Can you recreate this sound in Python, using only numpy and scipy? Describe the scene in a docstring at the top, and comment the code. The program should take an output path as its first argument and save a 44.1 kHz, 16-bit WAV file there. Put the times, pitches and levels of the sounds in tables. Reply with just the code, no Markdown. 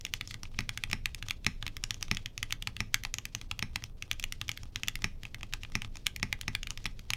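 """Quick clacks over a low rumble: fast typing on a cushioned mechanical keyboard on a desk mat,
just under a condenser microphone. Each key slides down its stem and bottoms out, an impact that
excites the modes of cap and plate (a short clack) and of case and desk (a thump); springing back,
it tops out with a thinner snap. The space bar rings longer and thumps deeper. Fingertips scuff
the caps between strokes, and a small dry room answers."""
import sys
import numpy as np
from scipy import signal
from scipy.fft import rfft, irfft
from scipy.io import wavfile
from scipy.ndimage import uniform_filter1d

SR = 44100
rng = np.random.default_rng(int(sys.argv[2]) if len(sys.argv) > 2 else 0)


def dump_mix(stems):
    """Bounce the given channels to the path in sys.argv[1] as a 16-bit WAV at rate SR."""
    frames = np.atleast_2d(stems).T  # one column per channel
    limited = np.clip(frames, -1, 1)  # hard clip at full scale
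    pcm = np.round(limited * 32767).astype(np.int16)
    wavfile.write(sys.argv[1], SR, pcm)


N = 315756

# Keys hitting bottom. Each row: start in seconds, clack level in dB, cap pitch in Hz,
# then knock and snap in dB relative to the clack (all levels before the trim in clacks).
PRESSES = [(0.0656, -42.0, 2180, -18, -13), (0.1377, -28.5, 2960, -15.5, -6),
           (0.2103, -32, 2300, -15, -12.5), (0.3096, -39.5, 2120, -17, -10),
           (0.3421, -39.5, 2100, -11.5, -5.5), (0.4539, -46, 2500, -10, -20),
           (0.545, -54.5, 2350, -13, -27), (0.606, -38.5, 2190, -13, -8), (0.692, -30.5, 2350, -12.5, -6.5),
           (0.775, -34.0, 2250, -14, -5.5), (0.8374, -28.5, 2460, -16.5, -10.5),
           (0.9137, -37, 2440, -16, -6), (1.0574, -26.0, 2520, -18, -10.5),
           (1.1466, -39.5, 2560, -19, -2.5), (1.2257, -36.5, 2840, -14, -11), (1.285, -39.5, 2660, -9, -2),
           (1.298, -41, 3390, -28, -15), (1.3081, -27.5, 2450, -15.5, -9.5), (1.4461, -42, 2520, -17, -8),
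           (1.626, -35.5, 3020, -9.5, -11.5), (1.6653, -34.5, 2240, -9.5, -7),
           (1.679, -36.5, 2670, -17, -9.5), (1.7674, -39.5, 2190, -14, -3.5), (2.4288, -29, 3250, -15, -7),
           (2.5074, -37.5, 2750, -21, -14), (2.5243, -28.5, 2220, -13.5, -4.5),
           (2.6237, -36, 2950, -20, -8.5), (2.6726, -30, 2640, -9, -6.5), (2.766, -37.5, 2760, -19, -12),
           (2.943, -22, 2270, -14.5, -4), (3.036, -39.5, 2090, -18, -3.5), (3.05, -32.0, 2700, -7.5, -6),
           (3.2538, -35.5, 2500, -18.5, -3.5), (3.4137, -43, 2450, -10.5, -5),
           (3.5127, -30.5, 2800, -9, -8.5), (3.5919, -35, 2840, -13, -5), (3.7587, -29, 2670, -9.5, -5.5),
           (4.1134, -26, 2490, -18.5, -9.5), (4.1971, -38.5, 2560, -18, -3.5),
           (4.2397, -29.5, 2930, -18.5, -8), (4.3235, -35.5, 2900, -18, -2.5),
           (4.4141, -32.5, 2810, -11, -7.5), (4.492, -28.5, 2300, -15, -9), (4.5743, -40, 2160, -23, -8),
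           (4.8831, -26.5, 3480, -17, -6), (4.955, -34.5, 2170, -20, -6), (5.0207, -46.5, 2100, -7, -1.5),
           (5.2334, -43.5, 2920, -14, -6), (5.2525, -38, 2630, -13.5, -16), (5.3452, -38.5, 2140, -15, -9),
           (5.431, -37.5, 2600, -8, -9.5), (5.5261, -45, 2960, -11, -9), (5.5362, -31.5, 2600, -11, -5),
           (5.6337, -39, 2800, -14, -9.5), (5.6492, -43.0, 2490, -11, -31), (5.72, -54.5, 1980, -4, -1),
           (5.8194, -35.5, 2580, -13, -9.5), (5.847, -42, 2610, -5.5, -10), (5.9559, -48.5, 2430, -4, -1.5),
           (6.0621, -42.5, 2470, -9, -7), (6.067, -23.5, 2390, -19.5, -7), (6.162, -37, 2410, -22, -5),
           (6.3273, -26, 2440, -15.5, -10), (6.4124, -37.5, 3180, -24, -4),
           (6.5506, -27.0, 2370, -16.5, -10), (6.671, -36.5, 2480, -21, -11.5),
           (6.8632, -35.5, 3000, -17, -10), (6.993, -47.5, 2460, -15.5, -4), (7.104, -30.0, 2590, -8.5, -2),
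           (7.1347, -27, 2480, -17.5, -9)]
# Keys springing back to their top stop. Each row reads as in PRESSES.
RELEASES = [(0.01, -52.5, 2960, -19, 4.5), (0.0507, -33.0, 2880, -18, -2.5), (0.2749, -52.5, 2540, -6, 9.5),
            (0.4328, -45.5, 2950, -1, 5), (0.8994, -48.5, 2280, -6, -4), (1.8387, -33, 2900, -12.5, 1.5),
            (1.9074, -30, 3470, -14, -3), (1.9434, -46, 3280, -26, 2.5), (2.0102, -54, 2820, -9, 2),
            (2.027, -34.5, 3020, -10.5, 1.5), (2.082, -49.5, 2420, -3.5, -5),
            (2.148, -45.5, 3330, -12, 3.5), (2.1702, -32.5, 3040, -18, -9), (2.2596, -33.5, 3280, -23, -7),
            (2.3782, -36.5, 2600, -16, -1.5), (3.1405, -34.5, 2550, -13, 2.5),
            (3.1845, -35.0, 2970, -11.5, -2), (3.3496, -34.0, 2970, -11, 0), (3.823, -49.5, 2030, -6, -9),
            (3.8392, -39, 2650, -11, -0.5), (4.0238, -35.0, 2710, -21, -6.5), (4.1305, -47.5, 2910, -12, 1),
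            (4.227, -43.5, 3230, -23, -2), (4.4816, -44, 3310, -17, 0), (4.5159, -39.5, 2880, -15, -1),
            (4.633, -52.0, 3230, -3, 2.5), (4.7589, -31.0, 3360, -14.5, -5.5), (4.834, -31, 3020, -17, -7),
            (4.8746, -47, 3150, -8, 0), (5.4098, -49, 2720, -9, -8), (5.9695, -49, 2520, -7, 1),
            (6.198, -50.5, 1940, -7, -6), (6.4326, -51.5, 2010, -5, -18), (6.6309, -36, 2890, -22, -6),
            (6.7056, -37, 2960, -10.5, 0.5), (6.7749, -40.5, 3200, -13, -3.5),
            (6.8427, -52.5, 2450, -17, 2)]
# The space bar hitting bottom. Each row: start in seconds, clack level in dB, cap pitch in Hz.
SPACES = [(0.5895, -29.5, 2220), (0.9306, -27, 2340), (1.4654, -23.5, 2450), (2.1133, -25.5, 2440),
          (2.8045, -29, 2360), (3.6255, -30, 2350), (5.0428, -26.5, 2380), (5.7533, -27.5, 2120),
          (6.2293, -27.5, 2220), (6.4805, -30.5, 2110), (6.8562, -31.5, 2240)]
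# Modes of a letter key on its plate. Each row: frequency in Hz, level in dB, T60 in seconds.
KEY_MODES = [(853, -16, 0.057), (1034, -17, 0.064), (1265, -1.5, 0.022), (1575, 0.5, 0.0044),
             (2010, -13, 0.017), (2500, -7.5, 0.018), (2800, -4, 0.012), (3232, -0.5, 0.011),
             (3560, -2, 0.0089), (4500, -26, 0.0033), (5640, 0, 0.0059), (6600, -10, 0.0016),
             (8900, 2.5, 0.0023), (10300, -20, 0.0053), (13400, -13.5, 0.0015)]
# Modes of case and desk. Each row: frequency in Hz, level in dB under a letter key,
# level in dB under the space bar, T60 in seconds.
DESK_MODES = [(66, -19, -19, 0.036), (108.7, 5.5, 4.5, 0.096), (161.4, -9, 2, 0.09),
              (192.3, -12, -2.5, 0.13), (245.3, -15, -7.5, 0.14), (292.7, -18.5, -26, 0.18),
              (388, -29, -7, 0.053), (694, -8, -3.5, 0.023)]

DESK_HZ, DESK_KEY_DB, DESK_BAR_DB, DESK_T60 = np.transpose(DESK_MODES)
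KEY_DETUNE, KEY_UNEVEN_DB = .09, 5  # scatter of a mode between strokes: share of pitch, level
MEDIUM_DB = -32  # the clack of a stroke of medium strength


def amp(db):
    """Decibels as an amplitude ratio."""
    return 10 ** (np.asarray(db) / 20)


def unit(x):
    """Normalisation to rms 1."""
    return x / np.sqrt(np.mean(x ** 2) + 1e-20)


def read(points, hz):
    """Interpolation of (Hz, value) points on a log-frequency axis."""
    f, value = np.transpose(points)
    return np.interp(np.log(hz + 1), np.log(f + 1), value)


def add(mix, s, sound):
    """Superposition: a sound joins the mix at s seconds."""
    start = round(s * SR)
    sound = sound[max(-start, 0):]
    part = mix[max(start, 0):][:len(sound)]
    part += sound[:len(part)]


def band(lo_hz, hi_hz, order=2):
    """A causal band-pass filter."""
    return signal.butter(order, [lo_hz, hi_hz], "band", fs=SR, output="sos")


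def noise(colour):
    """Spectral shaping: steady noise of a given colour, rms 1."""
    gain = amp(read(colour, np.fft.rfftfreq(N, 1 / SR)))
    return unit(irfft(rfft(rng.standard_normal(N)) * gain, N))


def decay(t, t60):
    """Exponential damping, 60 dB in t60 seconds."""
    return np.exp(-np.log(1000) * t / t60)


def ring(hz, db, t60, t):
    """Free vibration: damped sines set off together by one blow."""
    return sum(amp(level) * decay(t, life) * np.sin(2 * np.pi * f * t)
               for f, level, life in zip(hz, db, t60))


def room_air(level_db=-62.5):
    """Ambient noise: the steady air of the room, strongest in the bass."""
    # Spectrum of the air. Each row: frequency in Hz, relative spectral density in dB.
    air_colour = [(35, -7), (50, -11.5), (120, -2.5), (300, -10), (450, -10.5), (750, -19), (1200, -25.5),
                  (2400, -38), (4300, -61), (6500, -46), (8200, -40.5), (14000, -37.5), (16000, -43)]
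    return amp(level_db) * noise(air_colour)


def desk_sway(rest_db=-47, key_db=-50, bar_db=-44.5, swell_s=.3, peak_lag_s=0.059):
    """Forced vibration: the desk rocks under the hands, more at each press, most under the thumb."""
    # Spectrum of the rocking. Each row: frequency in Hz, relative spectral density in dB.
    sway_colour = [(8, -12.5), (18, 2), (26, 1.5), (36, -7.5), (50, -18.5), (65, -7.5), (82, -19),
                   (107, -14.5), (135, -21), (250, -29.5), (600, -74)]
    power = np.full(N, amp(rest_db) ** 2)
    swell = np.hanning(round(swell_s * SR))
    for rows, sway_db in ((PRESSES, key_db), (SPACES, bar_db)):
        for s, *_ in rows:
            add(power, s + peak_lag_s - swell_s / 2, amp(sway_db) ** 2 * swell)
    return np.sqrt(power) * noise(sway_colour)


def finger_thuds(level_db=-58, soft_s=0.0037, landings_per_s=14):
    """Soft contact is a low-pass: fingers landing on and leaving the caps thud dully into the desk."""
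    t = np.arange(SR // 5) / SR
    thud = signal.fftconvolve(ring(DESK_HZ, DESK_KEY_DB, DESK_T60, t), np.exp(-t / soft_s))[:len(t)]
    landings = (rng.random(N) < landings_per_s / SR) * rng.uniform(-1, 1, N)
    return amp(level_db) * unit(signal.oaconvolve(landings, thud)[:N])


def finger_scuffs(rest=0.065, scuff_db=-66, nudge_db=-71, nudges_per_s=12):
    """Friction and light impact: fingertips brush and nudge the caps, most where strokes crowd."""
    busy = np.full(N, rest)
    for s, *_ in PRESSES + RELEASES:
        add(busy, s - .05, np.hanning(SR // 8))
    drift = uniform_filter1d(rng.standard_normal(N), size=700)
    pressure_db = 4 * unit(uniform_filter1d(drift, size=400))
    scuff = signal.sosfilt(band(1900, 5800), rng.standard_normal(N)) * amp(pressure_db)
    touches = (rng.random(N) < nudges_per_s / SR) * rng.random(N)
    key_ring = ring(*np.transpose(KEY_MODES), np.arange(SR // 40) / SR)
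    nudges = signal.oaconvolve(touches, key_ring)[:N]
    return amp(scuff_db) * unit(scuff * np.sqrt(busy)) + amp(nudge_db) * unit(nudges * np.sqrt(busy))


def stem_rub(rows, gain_db, lead_s, touch_db, band_hz):
    """Sliding friction: just before the stop, the cap is touched and the stem rubs its housing."""
    out, sos = np.zeros(N), band(*band_hz)
    for s, clack_db, *_ in rows:
        lead = lead_s * rng.uniform(.6, 1.6)
        t = np.arange(0, lead, 1 / SR)
        grip = t / lead + amp(touch_db) * np.exp(-t / 0.00047)
        rub = signal.sosfilt(sos, grip * rng.standard_normal(len(t)))
        add(out, s - lead, amp(gain_db + .5 * clack_db) * rub)
    return out


def clacks(rows, modes, detune, uneven_db, trim_db, cap_db, cap_t60, stem_db, contact_db,
           grit_db, grit_t60, jolt_s, rattle_db, rattle_t60, muffle_slope=0):
    """Impact excites the modes of cap and plate, with a different tuning and hardness each stroke."""
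    # Bands of the plate's knock, the cap's clack, the stem's snap and the contact tick.
    # Each row: lower edge in Hz, upper edge in Hz. trim_db holds one offset for each.
    ranges = [(800, 1450), (1750, 4300), (4400, 6700), (8700, 14800)]
    filters = [band(*edges, order=3) for edges in ranges]
    stem_hz, stem_t60 = (5200, 7340), 0.0026  # each stem pings somewhere in this range
    span = .005 * SR  # a band's level is the rms of its energy spread over 5 ms
    out, t = np.zeros(N), np.arange(SR // 5) / SR
    hz, db, t60 = np.transpose(modes)
    scatter = detune * np.minimum(hz / hz.mean(), 1)  # high modes belong to the cap and vary most
    for s, clack_db, cap_hz, knock_db, snap_db in rows:
        tuning, strength = rng.uniform(-1, 1, (2, len(hz)))
        blow = ring(hz * (1 + scatter * tuning), db + uneven_db * strength, t60, t)
        blow += ring([cap_hz, rng.uniform(*stem_hz)], [cap_db, stem_db], [cap_t60, stem_t60], t)
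        blow[0] += amp(contact_db)  # the bare instant of contact
        blow += amp(grit_db) * decay(t, grit_t60) * rng.standard_normal(len(t))  # loose parts settle
        tick_db = snap_db - muffle_slope * knock_db  # a deep, fleshy stroke muffles the tick
        levels = clack_db + np.array([knock_db, 0, snap_db, tick_db]) + trim_db
        parts = [signal.sosfilt(sos, blow) for sos in filters]
        clack = sum(amp(level) * part * np.sqrt(span / np.sum(part ** 2))
                    for level, part in zip(levels, parts))
        # the first jolt leaves neighbouring caps and springs rattling faintly
        jolt = clack * np.exp(-t / jolt_s)
        neighbours = decay(t, rattle_t60) * rng.standard_normal(len(t))
        rattle = signal.fftconvolve(jolt, neighbours / np.linalg.norm(neighbours))[:len(t)]
        add(out, s, clack + amp(rattle_db) * rattle)
    return out


def thumps(rows, mode_db, uneven_db, gain_db, clack_slope, knock_slope, rise_s):
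    """Structure-borne sound: gaskets pass the push to case and desk, more in a hard, deep stroke."""
    rebound_s = 0.015  # the gaskets must spring back before they pass on another full push
    out, t = np.zeros(N), np.arange(SR // 5) / SR
    strokes = np.array([row[0] for row in PRESSES + RELEASES + SPACES])
    for s, clack_db, _, knock_db, _ in rows:
        spot_db = uneven_db * rng.uniform(-1, 1, len(DESK_HZ))  # each key pushes on a different spot
        push = -ring(DESK_HZ, mode_db + spot_db, DESK_T60, t) * (1 - np.exp(-t / rise_s))
        gap_s = s - strokes[strokes < s].max(initial=-1)
        recovered = 1 - np.exp(-gap_s / rebound_s)
        thump_db = gain_db + clack_slope * (clack_db - MEDIUM_DB) + knock_slope * knock_db
        add(out, s, recovered * amp(thump_db) * push / np.std(push[:SR // 40]))
    return out


def key_releases():
    """Elastic recoil: the spring drives a key against its top stop. 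Returns key and desk sound."""
    rub = stem_rub(RELEASES, gain_db=-50, lead_s=0.0077, touch_db=-4.5, band_hz=(2050, 6080))
    snap = clacks(RELEASES, KEY_MODES, KEY_DETUNE, KEY_UNEVEN_DB, trim_db=[-2, 0.5, 1.54, -13],
                  cap_db=1.5, cap_t60=0.011, stem_db=11.5, contact_db=-6, grit_db=8.5, grit_t60=0.0086,
                  jolt_s=0.0015, rattle_db=-19.5, rattle_t60=0.21)
    thump = thumps(RELEASES, DESK_KEY_DB, KEY_UNEVEN_DB, gain_db=-42,
                   clack_slope=0.36, knock_slope=0.26, rise_s=0.0018)
    return rub + snap, thump


def room(x, wet_db=-17, build_s=0.0019):
    """Reverberation: a few early reflections and a short diffuse tail that dies band by band."""
    # Ringing of case and room. Each row: frequency in Hz, relative density in dB, T60 in seconds.
    tail_bands = [(137, 21, 0.32), (487, 13, 0.11), (1340, 9.5, 0.15), (2370, 5, 0.15), (3410, -2, 0.23),
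                  (6000, -1, 0.17), (9100, 5.5, 0.11), (16100, -17.5, 0.33)]
    # Reflections from near surfaces. Each row: delay in seconds, level in dB.
    echoes = [(.0034, -30), (.0058, -37), (.0112, -28), (.0168, -47)]
    f, db, t60 = np.transpose(tail_bands)
    hz, t, spectra = signal.stft(rng.standard_normal(SR // 2), SR, nperseg=256)
    spectra *= amp(read(np.c_[f, db], hz))[:, None] * decay(t, read(np.c_[f, t60], hz)[:, None])
    tail = signal.istft(spectra, SR, nperseg=256)[1]
    tail *= 1 - np.exp(-np.arange(len(tail)) / SR / build_s)
    tail *= amp(wet_db) / np.linalg.norm(tail)
    for delay, echo_db in echoes:
        tail[round(delay * SR)] += amp(echo_db)
    return signal.fftconvolve(x, tail)[:N]


def key_presses():
    """Impact: a finger drives a key against its bottom stop. Returns key and desk sound."""
    rub = stem_rub(PRESSES, gain_db=-40.5, lead_s=0.02, touch_db=-26, band_hz=(1770, 5030))
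    clack = clacks(PRESSES, KEY_MODES, KEY_DETUNE, KEY_UNEVEN_DB, trim_db=[-1, 0.5, 1, -15.5],
                   cap_db=3.5, cap_t60=0.01, stem_db=-6, contact_db=15, grit_db=11, grit_t60=0.0098,
                   jolt_s=0.0023, rattle_db=-27, rattle_t60=0.15, muffle_slope=0.54)
    thump = thumps(PRESSES, DESK_KEY_DB, KEY_UNEVEN_DB, gain_db=-38.5,
                   clack_slope=0.42, knock_slope=0.56, rise_s=0.0024)
    return rub + clack, thump


def finger_slides(band_hz=(3320, 6840)):
    """Roughness noise: skin drags over textured plastic in a short, grainy swell."""
    # A fingertip sliding from cap to cap. Each row: start in seconds, length in seconds, level in dB.
    slides = [(0.124, 0.07, -54.5), (.272, 0.067, -51)]
    out, sos = np.zeros(N), band(*band_hz)
    for s, length, db in slides:
        size = round(length * SR)
        grains = rng.standard_normal(size) * rng.exponential(1, size)
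        add(out, s, amp(db) * np.hanning(size) * unit(signal.sosfilt(sos, grains)))
    return out


def space_bar(knock_db=-9.5, knock_slope=0.35, snap_db=-4.5, detune=.008, uneven_db=1.5):
    """Modal ringing of a long bar, struck nearly alike each time. Returns key and desk sound."""
    # Modes of the space bar. Each row: frequency in Hz, level in dB, T60 in seconds.
    bar_modes = [(880, -10.5, 0.037), (1274, -0.5, 0.018), (1690, -26, 0.033), (1995, -10.5, 0.029),
                 (2207, -6, 0.013), (2447, 0.5, 0.012), (2570, -9, 0.02), (2960, 2.5, 0.0029),
                 (3660, -9.5, 0.0068), (3930, -2, 0.004), (5484, -8, 0.016), (6140, -9.5, 0.006),
                 (10580, -0.5, 0.0054), (13100, -10, 0.0095)]
    # a harder stroke adds less knock than clack
    rows = [(s, db, hz, knock_db - knock_slope * (db - MEDIUM_DB), snap_db) for s, db, hz in SPACES]
    rub = stem_rub(rows, gain_db=-20, lead_s=.008, touch_db=-10, band_hz=(2400, 3400))
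    clack = clacks(rows, bar_modes, detune, uneven_db, trim_db=[0.5, 1.4, 1, -15],
                   cap_db=-7.5, cap_t60=0.0085, stem_db=-14, contact_db=17, grit_db=-5.5, grit_t60=0.018,
                   jolt_s=0.0028, rattle_db=-17, rattle_t60=0.28)
    thump = thumps(rows, DESK_BAR_DB, uneven_db, gain_db=-35,
                   clack_slope=1, knock_slope=0.38, rise_s=0.0022)
    return rub + clack, thump


def scene():
    """Two paths: airborne key sound excites the room; thumps arrive through the desk and stay dry."""
    keys, desk = np.sum([key_releases(), key_presses(), space_bar()], axis=0)
    keys += finger_scuffs() + finger_slides()
    return (keys + room(keys) + desk + finger_thuds() + room_air() + desk_sway())[None]


def record(dry, edge_hz=16300):
    """Band limiting: the recorder's low-pass removes the highest treble."""
    low_pass = signal.firwin(255, edge_hz, window=("kaiser", 9), fs=SR)
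    return signal.oaconvolve(dry, low_pass[None], "same")


dry = scene()
out = record(dry)
dump_mix(out)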